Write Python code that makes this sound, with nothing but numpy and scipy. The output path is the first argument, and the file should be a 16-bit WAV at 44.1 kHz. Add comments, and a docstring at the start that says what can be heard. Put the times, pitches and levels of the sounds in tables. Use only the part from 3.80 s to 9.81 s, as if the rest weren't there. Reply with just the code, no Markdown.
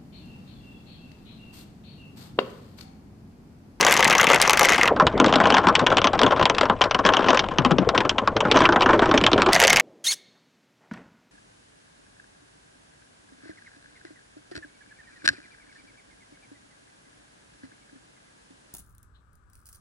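"""Balls on a ridged ramp

Small hard balls bounce down a ridged plastic ramp and drop into a plastic tub, close to the listener.
Each contact is an impulse that excites three sets of modes: the ball clicks, the sheet rings, the ramp thumps.
Farther balls patter and roll underneath as filtered noise and faint contacts, over a low rumble; the tub resonates.
The middle part plays at half speed, an octave lower; source frequencies and decays are as heard at half speed."""
import sys
import numpy as np
from scipy import signal
from scipy.fft import rfft, irfft, next_fast_len
from scipy.io import wavfile
from scipy.ndimage import uniform_filter1d, minimum_filter1d

SR = 44100
rng = np.random.default_rng(int(sys.argv[2]) if len(sys.argv) > 2 else 0)


def waveform_to_disk(signal):
    """Save audio, clipped to [-1, 1], as 16-bit WAV at the path in sys.argv[1]."""
    frames = np.transpose(np.atleast_2d(signal))
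    scaled = np.clip(frames, -1, 1) * 32767
    samples = np.round(scaled).astype(np.int16)
    wavfile.write(sys.argv[1], SR, samples)


N = 265041

# Stretch heard at half speed: start_s, end_s [s]
HALF_SPEED = (1.085, 5.722)
OUTPUT_TIME = np.arange(N) / SR
IN_HALF_SPEED = (OUTPUT_TIME > HALF_SPEED[0]) & (OUTPUT_TIME < HALF_SPEED[1])
# The source sample behind each output sample: full speed skips every other one
CLOCK = np.cumsum(np.where(IN_HALF_SPEED, 1, 2))
M = CLOCK[-1] + SR  # source samples
TIME = np.interp(np.arange(M), CLOCK, OUTPUT_TIME)  # output time of each source sample (s)
TUB_FROM_S = 4.67  # the tub is heard from here on


def amp(db):
    """Level to gain: 20 dB is a factor of ten in amplitude."""
    return 10 ** (np.asarray(db) / 20)


def unit(x):
    """Normalisation to an rms of 1, so that levels can be set by gain alone."""
    return x / np.sqrt(np.mean(x ** 2) + 1e-20)


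def along(points, hz):
    """Interpolation on a logarithmic frequency axis through (Hz, value) points."""
    f, value = np.transpose(points)
    return np.interp(np.log(hz + 1), np.log(f + 1), value)


def curves(rows):
    """Linear interpolation in output time: one value per source sample for each column after the time."""
    s, *columns = np.transpose(rows)
    return [np.interp(TIME, s, column) for column in columns]


def filtered(x, response):
    """Linear filtering: the spectrum is multiplied by a response of frequency."""
    m = next_fast_len(x.shape[-1] + 4096)
    spectrum = rfft(x, m) * response(np.fft.rfftfreq(m, 1 / SR))
    return irfft(spectrum, m)[..., :x.shape[-1]]


def mode(f, hz, width):
    """Damped harmonic resonance: unit gain at its centre, and a faster decay the wider it is."""
    return 1j * f * width / (hz * hz - f * f + 1j * f * width)


def rush(spectrum, patchy_db):
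    """Coloured noise of rms 1: random gain over time-frequency patches makes it uneven, a spectrum shapes it."""
    z = signal.stft(rng.standard_normal(M), nperseg=256)[2]
    field = uniform_filter1d(rng.standard_normal(z.shape), size=5, axis=0)  # smooth in frequency
    field = uniform_filter1d(field, size=4, axis=1)  # smooth in time
    patches = z * amp(patchy_db * unit(field))
    noise = np.resize(signal.istft(patches, nperseg=256)[1], M)
    return unit(filtered(noise, lambda hz: amp(along(spectrum, hz))))


def struck(modes, at, db, contact_s, centre_hz, blow, tail_s, tail_db, tail_hz, soft_hz, size=2560):
    """Modal excitation: a blow, a rough contact and a duller scattered tail drive modes of random strength."""
    t, f = np.arange(size) / SR, np.fft.rfftfreq(size, 1 / SR)
    draw = rng.standard_normal((len(at), 2 * len(modes)))
    noise = rng.standard_normal((len(at), size))
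    rough = noise * np.exp(-(t / np.maximum(contact_s, 1e-4)[:, None]) ** 1.4)
    rough[:, :1] = blow
    tail = noise[:, ::-1] * amp(tail_db - 60 * t / tail_s)
    dull_tail = rfft(tail) / (1 + 1j * f / tail_hz) ** 2
    push = (rfft(rough) + dull_tail) / (1 + 1j * f / soft_hz)
    body = 0
    for k, (hz, width, level) in enumerate(modes):
        # where the ball lands decides which modes speak
        level = level - 13 * np.log(hz / centre_hz) ** 2
        strength = amp(level + 2.02 * draw[:, [2 * k]])
        tuned_hz = hz * (1 + 0.019 * draw[:, [2 * k + 1]])
        body = body + (-1) ** k * strength * mode(f, tuned_hz, width)
    sound = irfft(push * body, size)
    sound *= (amp(db) / np.abs(sound).max(axis=1))[:, None]  # db sets the peak
    places = at[:, None] + np.arange(size)
    return np.bincount(places.ravel(), sound.ravel(), M + size)[:M]


# Modes of the ball, before the random spread: pitch_hz [Hz], width_hz [Hz], level_db [relative dB]
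BALL_MODES = [(2010, 2350, -3), (3070, 450, 3), (3555, 727, -6), (5920, 1480, -7), (6680, 950, -12)]


def ball_clicks(at, db, ms):
    """Impulse response of a small hard body: high modes, broad and so quickly damped."""
    return struck(BALL_MODES, at, db - 0.5, ms * 0.00096, 3550, blow=40 / ms[:, None],
                  tail_s=0.044, tail_db=4.5, tail_hz=3720, soft_hz=12400)


# Modes of the sheet, before the random spread: pitch_hz [Hz], width_hz [Hz], level_db [relative dB]
SHEET_MODES = [(802, 118, -4), (1042, 79, 2), (1302, 242, -2.5), (1594, 574, -5.5)]


def sheet_rings(at, db, ms):
    """Plate vibration: middle modes, with a longer and softer contact than the click."""
    return struck(SHEET_MODES, at, db + 0.091, ms * 0.002, 1017, blow=70 / ms[:, None],
                  tail_s=0.11, tail_db=-0.5, tail_hz=2070, soft_hz=2620)


# Modes of the ramp, before the random spread: pitch_hz [Hz], width_hz [Hz], level_db [relative dB]
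RAMP_MODES = [(137, 16, -3.5), (190, 39, -1.5), (262.6, 43, -0.5), (355, 129, -3.5), (471.6, 180, -3),
              (628, 100, -1)]


def ramp_thumps(at, db, ms, thump_hz):
    """Low modes of a large structure: the driving point sets the centre about which they speak."""
    return struck(RAMP_MODES, at, db - 4.5, ms * 0.00078, thump_hz[:, None], blow=70 / ms[:, None],
                  tail_s=0.2, tail_db=-5, tail_hz=1530, soft_hz=1190)


def contacts(at, click_db, ring_db, thump_db, ms, thump_hz):
    """Superposition of three bodies sharing one contact: the shorter it is, the harder its initial snap."""
    click = ball_clicks(at, click_db, ms)
    ring = sheet_rings(at, ring_db, ms)
    return click + ring + ramp_thumps(at, thump_db, ms, thump_hz)


# Near contacts, in output time; peak levels before each layer's fixed trim:
# start_s [s], click_db [dB], ring_db [dB], thump_db [dB]
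BOUNCES = [(0.01, -3, -10.5, -12), (0.0134, -6.5, -19.5, -18.5), (0.0492, -5, -19.5, -6.5),
           (0.066, -6.5, -5, -4), (0.084, -14.5, -9, -9), (0.097, -14.5, -17, -7.5),
           (0.1106, -5.5, -13, -15.5), (0.1196, -7, -7.5, -17), (0.125, -5, -3, -20.5),
           (0.14, -7.5, -18, -18), (0.166, -12.5, -9, -15), (0.174, -7, -13, -11), (0.193, -12, -12, -5),
           (0.206, -12, -9, -9.5), (0.227, -14.5, -2, -5.5), (0.245, -2.5, -12, -15.5),
           (0.251, -16, -3, -8), (0.278, -7, -12, -13.5), (0.299, -9.5, -10.5, -7), (0.308, -9, -9.5, -12),
           (0.316, -20.5, -9.5, -8), (0.3267, -16, -9.5, -22), (0.351, -12.5, -5.5, -3.5),
           (0.3814, -7.5, -15.5, -22), (0.397, -18.5, -5, -8.5), (0.412, -7, -10.5, -14),
           (0.4304, -15.5, -12.5, -4.5), (0.443, -6, -8, -7.5), (0.469, -10.5, -5, -20),
           (0.491, -27, -10.5, -13), (0.501, -12.5, -4, 3.5), (0.511, -19.5, -13, -13.5),
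           (0.517, -13.5, -12, -6.5), (0.532, -14.5, -3, -4.5), (0.545, -6, -9.5, -6.5),
           (0.56, -11, -10.5, -7.5), (0.616, 2.5, -12, -21.5), (0.623, -6.5, -10, -12),
           (0.6767, -8, -20.5, -4), (0.696, 0, -2, 2.5), (0.707, -10, -15.5, -19.5), (0.7328, -4, -4, -6),
           (0.7732, -5, -9, -19.5), (0.794, -3, -7.5, -3), (0.81, -8, -7.5, -5.5),
           (0.815, -13.5, -10.5, -1), (0.8313, -6, -10.5, -20), (0.849, -10, -4.5, -11),
           (0.855, -8, -10, -5), (0.887, -9, -5, -15.5), (0.893, -9, -8.5, -4.5), (0.9016, -10.5, -12, -9),
           (0.921, -12, -7.5, -9), (0.9333, -14, -11, -15.5), (0.962, -21.5, -15.5, -23.5),
           (1.012, -18.5, -5, -19), (1.032, -7, -6.5, -5.5), (1.056, -19, -11, -12), (1.076, -19, -8, -7),
           (1.163, -27, -18, -14.5), (1.1984, -14, -1, -7.5), (1.222, -32, -16, -4.5),
           (1.268, -5.5, -7.5, -12.5), (1.378, -20, -19, -21.5), (1.4004, 0.5, 0, 4),
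           (1.444, -11.5, -5.5, -6), (1.462, -10, -19.5, -18.5), (1.482, -15, -21, -21.5),
           (1.491, -21.5, -15.5, -13), (1.526, -8.5, -7, -9), (1.538, -8.5, -10, -12),
           (1.557, -5, -7.5, -2.5), (1.602, -14, -6, -3.5), (1.637, -30, -23, -10),
           (1.656, -4.5, -5.5, -8.5), (1.671, -11.5, -11.5, -7), (1.703, -4, -5, -19),
           (1.7232, -10.5, -14, -7), (1.742, -10, -4, -11.5), (1.7475, -4, -7, -14.5),
           (1.768, -12, -6, -17), (1.782, -8, -7.5, -19.5), (1.839, -30, -16.5, -14), (1.87, -11, -4, -3.5),
           (1.885, -11.5, -6.5, -13.5), (1.953, 0.5, -14.5, -19), (1.9932, -13, -10.5, -19),
           (2.014, -28.5, -26, -20), (2.065, -5.5, -13.5, -17), (2.069, -1, -3, -13),
           (2.102, -20, -16.5, -12.5), (2.115, -22.5, -10.5, -15), (2.124, -18, -14, -6),
           (2.17, -5, -11.5, -18), (2.182, -7, -11, -17.5), (2.217, -9.5, -13, -15.5),
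           (2.243, -3.5, -6, -4.5), (2.271, -5.5, -10, -14), (2.333, -16, -12, -14),
           (2.352, -29, -17.5, -16.5), (2.3917, -8, -12, -27), (2.416, -8, -4, -5.5),
           (2.433, -3.5, -8.5, -1.5), (2.464, -11.5, -10.5, -7), (2.509, -18, -14, -19),
           (2.5202, -21, -12.5, -8.5), (2.563, -26, -16.5, -29), (2.579, -35.5, -20.5, -20.5),
           (2.595, -15.5, -12, -12), (2.612, -17.5, -10.5, -14), (2.627, -12, -11, -15.5),
           (2.655, -2, -7.5, -11), (2.698, -7, -8.5, -6.5), (2.748, -17, -26, -25), (2.783, -8, -12.5, -28),
           (2.811, -6.5, -7, -6.5), (2.831, -15.5, -12, -6), (2.855, -19, -12, -20),
           (2.8984, -11, -1.5, -6), (3.01, -16, -7.5, -6), (3.015, -3, -5.5, -19.5), (3.039, -11, -16, -14),
           (3.054, -31, -18, -12.5), (3.1104, -11, -11, -16), (3.146, -8.5, -10, -15.5),
           (3.19, -21.5, -11.5, -13.5), (3.251, -6.5, -8, -6.5), (3.263, -8, -7, -8.5),
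           (3.29, -6.5, -2, -3.5), (3.337, -5, -7.5, -35), (3.3687, -6, -10.5, -26),
           (3.392, -20, -11, -8.5), (3.428, -29, -21.5, -11.5), (3.443, -21, -14.5, -24),
           (3.462, -24, -16, -10), (3.485, -6, -7.5, -5), (3.505, -6, -9, -6.5), (3.531, -18.5, -6.5, -6),
           (3.546, -11, -10.5, -13.5), (3.573, -5.5, -11.5, -30), (3.593, -5.5, -11.5, -16),
           (3.641, -21.5, -17, -22), (3.687, -18, -22.5, -30), (3.785, -4, -5.5, -6.5),
           (3.849, -4, -5.5, -11), (3.861, -14.5, -12, -6.5), (3.909, -17.5, -13.5, -9.5),
           (3.916, -15.5, -13.5, -9.5), (3.984, -10.5, -15.5, -5.5), (4.09, -7.5, -9, -13.5),
           (4.148, -23, -11.5, -13.5), (4.1776, -6.5, -10.5, -11.5), (4.2048, -12.5, -12.5, -19.5),
           (4.251, -18, -14.5, -11), (4.294, -4, -17, -20.5), (4.311, -28, -22, -25),
           (4.3823, -10.5, -13.5, -13), (4.417, -47, -24.5, -15), (4.475, -13.5, -6, -13),
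           (4.566, -12.5, -12, -14), (4.605, -12.5, -10, -12.5), (4.652, -26.5, -10.5, -9),
           (4.7141, -2.5, -10, -5.5), (4.7538, -20.5, -17, -5.5), (4.761, -10, -3, -3),
           (4.771, -7, -6, -13), (4.7896, -17.5, -17, -28), (4.805, -15, -6.5, -12.5),
           (4.839, -20, -9.5, -19), (4.854, 0.5, -6.5, -21), (4.89, -15, -4.5, -5),
           (4.923, -16.5, -11.5, -18), (4.96, -14.5, -3, -11.5), (5.008, -13, -8, -17.5),
           (5.02, -7.5, -15, -13), (5.031, -13, -10.5, -22), (5.06, -13.5, -6, -9.5), (5.09, -23, -6, -10),
           (5.107, -18.5, -11, -11), (5.1319, -19.5, -9, -4), (5.193, -11.5, -8.5, -8.5),
           (5.22, -35, -9, -6), (5.258, -15, -14, -15), (5.291, -24, -19, -24), (5.313, -14, -8, -10),
           (5.34, -25, -8.5, -2), (5.376, -6, -14.5, -20), (5.413, -14.5, -18.5, -14),
           (5.439, -5, -31.5, -8), (5.465, 2, -7.5, -31), (5.5165, -12, -14, -12.5), (5.532, -3, -9.5, -2),
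           (5.579, -14.5, -8.5, -9.5), (5.608, -25, -20, -17.5), (5.62, -1.5, -4, -20),
           (5.662, -13.5, -13.5, -12.5), (5.6882, -18.5, -10.5, -10), (5.732, 0, -8, -17.5),
           (5.745, -10.5, -22.5, -14.5), (5.752, -4.5, -10, -15.5), (5.762, -14, -5, -6),
           (5.801, -4.5, -2.5, -11), (5.808, -13, -12.5, -13), (5.817, -10, -8.5, -10),
           (5.826, -7.5, -5, -5), (5.838, -5.5, -2.5, -12), (5.849, -11.5, -6.5, -5),
           (5.8714, -5, -16.5, -12), (5.879, 0, -1.5, -14.5), (5.898, -10, -10, -19.5),
           (5.9033, -2.5, -4.5, -7), (5.93, -1.5, -5, -7.5), (5.96, -8, -8, -19), (5.9702, -1, -1.5, -17),
           (5.998, -9, -4.5, -20)]
# Usual centre of the thump, before chance: start_s [s], pitch_hz [Hz]
THUMP_CENTRE = [(0, 428), (1.2, 382), (1.7, 400), (2.5, 496), (3.6, 470), (3.8, 233), (4.0, 220),
                (4.1, 500), (4.7, 410), (6.01, 388)]
CONTACT_MS = 5.2  # usual contact before chance; each layer scales it
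SOFTER, CONTACT_SCATTER_DB = 0.19, 3  # dB longer per dB that the ring tops the click; chance
THUMP_SCATTER = 0.13  # spread of the log centre from one landing place to the next


def near_bounces():
    """Contact duration and brightness: a dull click means a long soft contact; the landing place is chance."""
    s, click_db, ring_db, thump_db = np.transpose(BOUNCES)
    draw = rng.standard_normal((len(s), 2))
    longer_db = SOFTER * (ring_db - click_db) + CONTACT_SCATTER_DB * draw[:, 0]
    ms = CONTACT_MS * amp(np.clip(longer_db, -12, 9))
    at = CLOCK[np.round(s * SR).astype(int).clip(0, N - 1)]
    thump_hz = np.interp(s, *np.transpose(THUMP_CENTRE)) * np.exp(THUMP_SCATTER * draw[:, 1])
    return contacts(at, click_db, ring_db, thump_db, ms, thump_hz)


# Farther balls, levels before the mix trims: start_s [s], rolling_db [dB], patter_db [dB]
CROWD = [(0.0, -18, -27), (0.32, -19, -34), (0.92, -21.5, -29.5), (1.25, -19, -51.5), (1.62, -19.5, -26.5),
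         (1.91, -23, -38.5), (2.66, -22.5, -33), (3.08, -35.5, -50), (3.4, -23, -27.5), (3.75, -27, -42.5),
         (4.07, -21.5, -43), (4.45, -31, -49), (4.6, -23.5, -44.5), (4.79, -20, -20), (4.9, -21.5, -37.5),
         (6.01, -22.5, -29.5)]


def crowd_levels():
    """Slow amplitude envelopes of the rolling and the patter."""
    return curves(CROWD)


# Rolling spectrum: pitch_hz [Hz], level_db [relative dB per Hz]
ROLL_SPECTRUM = [(35, -21), (60, 4), (590, 13.5), (743, 8), (996, 3.5), (2260, -16.5), (3290, -34),
                 (3970, -48), (5790, -50.5), (8100, -84.5), (9000, -43), (11700, -88), (19800, -120)]


def rolling():
    """Roughness excitation: balls rolling on the rough sheet make patchy coloured noise."""
    return rush(ROLL_SPECTRUM, patchy_db=5.0)


# Fizz spectrum: pitch_hz [Hz], level_db [relative dB per Hz]
FIZZ_SPECTRUM = [(1200, -14), (2200, 12), (3200, 13), (4200, -3), (6000, -16), (8500, -17)]


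def fizz():
    """Dense impacts fuse into noise: a fine, patchy fizz."""
    return rush(FIZZ_SPECTRUM, patchy_db=6)


def patter(count=520):
    """Distance dulls the treble: many faint bounces farther up the ramp, low-passed and melting into fizz."""
    draw = rng.random((count, 4))
    at = (draw[:, 0] * (M - 1)).astype(int)
    db = -2.2 * np.log(draw[:, 1] + 1e-2)  # a few stand out
    ms = 3.0 + 6 * draw[:, 2]
    thump_hz = 250 + 300 * draw[:, 3]
    far = contacts(at, db, db + 6, db - 0.5, ms, thump_hz)
    dulled = filtered(far, lambda hz: 1 / (1 + 1j * hz / 4000))
    return unit(dulled) + amp(-15) * fizz()


# Rumble spectrum: pitch_hz [Hz], level_db [relative dB per Hz]
RUMBLE_SPECTRUM = [(15, -4.5), (25, 2.5), (60, -4), (120, 4.5), (200, -45.5)]
# Rumble levels: by_ramp_db, by_tub_db [dB]
RUMBLE_LEVELS = (-41, -36)


def rumble(patchy_db):
    """Low-frequency noise, with one level by the ramp and another by the tub."""
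    level_db = np.where(TIME > TUB_FROM_S, RUMBLE_LEVELS[1], RUMBLE_LEVELS[0])
    return amp(level_db) * rush(RUMBLE_SPECTRUM, patchy_db)


# Modes of the tub: pitch_hz [Hz], width_hz [Hz], level_db [dB]
TUB_MODES = [(346, 67, 0), (440, 16, -9.5), (640, 17, -13), (1035, 40, 0), (2340, 110, 1.5)]


def tub(x):
    """Forced resonance: the hollow tub hums along with whatever knocks and rolls in it."""
    def response(f):
        return sum((-1) ** k * amp(db) * mode(f, hz, width) for k, (hz, width, db) in enumerate(TUB_MODES))
    return filtered(x * (TIME > TUB_FROM_S), response)


# Left lean by frequency: pitch_hz [Hz], share [of the lean's side signal]
LEAN_SHARE = [(30, -.3), (60, -0.63), (150, 1.57), (380, 0.97), (950, 0.76), (2400, 0.68), (6000, 0.12)]
# Left over right where the share is 1: start_s [s], lean_db [dB]
LEAN_LEVEL = [(0, 4), (0.95, 4.5), (1.1, .5), (1.6, 3.5), (4.05, 5.5), (4.67, 1.5), (6.01, 0)]


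def leaning(mono):
    """Interaural level difference: a side signal leans the sound left, mostly in the low middle."""
    lean_db, = curves(LEAN_LEVEL)
    # tanh turns a left-to-right level ratio into a side-to-mid ratio
    return np.tanh(lean_db * np.log(10) / 40) * filtered(mono, lambda hz: along(LEAN_SHARE, hz))


def scattered(mono):
    """Diffuse reflection: convolution with decaying noise spreads the sound, more in the treble."""
    t = np.arange(2000) / SR
    walls = rng.standard_normal(2000) * amp(-60 * t / 0.041)
    diffuse = signal.fftconvolve(mono, walls / np.linalg.norm(walls))[:M]
    return filtered(diffuse, lambda hz: 1 + hz / 3500)


def played(x):
    """Time scaling: band-limited, then read at half speed or, an octave higher, at full speed."""
    def band(hz):
        faint_top = amp(-16.0) * (hz < 10200)  # a weaker share reaches higher
        return 1 / (1 + (hz / 8500) ** 30) + faint_top
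    return filtered(x, band)[..., CLOCK]


def scene():
    """Superposition in mid and side: near bounces over the crowd, the tub and the rumble, leaning left."""
    roll_db, patter_db = crowd_levels()
    bounces = near_bounces()
    roll = amp(roll_db - 5.5) * rolling()
    mono = bounces + roll + amp(patter_db + 3.5) * patter() + rumble(patchy_db=1.5)
    mono = mono + tub(amp(-7.0) * bounces + amp(6.5) * roll)
    side = leaning(mono) + amp(-26.5) * scattered(mono)
    side = side + amp(-24.0) * rumble(patchy_db=10.5)
    return played(np.array([mono + side, mono - side]))


def record(dry):
    """Fast limiting lets the first swing of a hit through and holds down the rest; a low-pass ends the band."""
    hold, smooth = 160, 40  # samples, both looking back
    needed = np.clip(.6 / (np.abs(dry).max(axis=0) + 1e-9), 0, 1) ** .8
    held = minimum_filter1d(needed, size=hold, origin=hold // 2 - 1)
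    gain = uniform_filter1d(held, size=smooth, origin=smooth // 2 - 1)
    limited = dry * gain
    soft = limited / (1 + np.abs(limited) ** 8) ** (1 / 8)  # peaks saturate towards 1
    return filtered(soft, lambda hz: hz < 16300)


dry = scene()
out = record(dry)
waveform_to_disk(out)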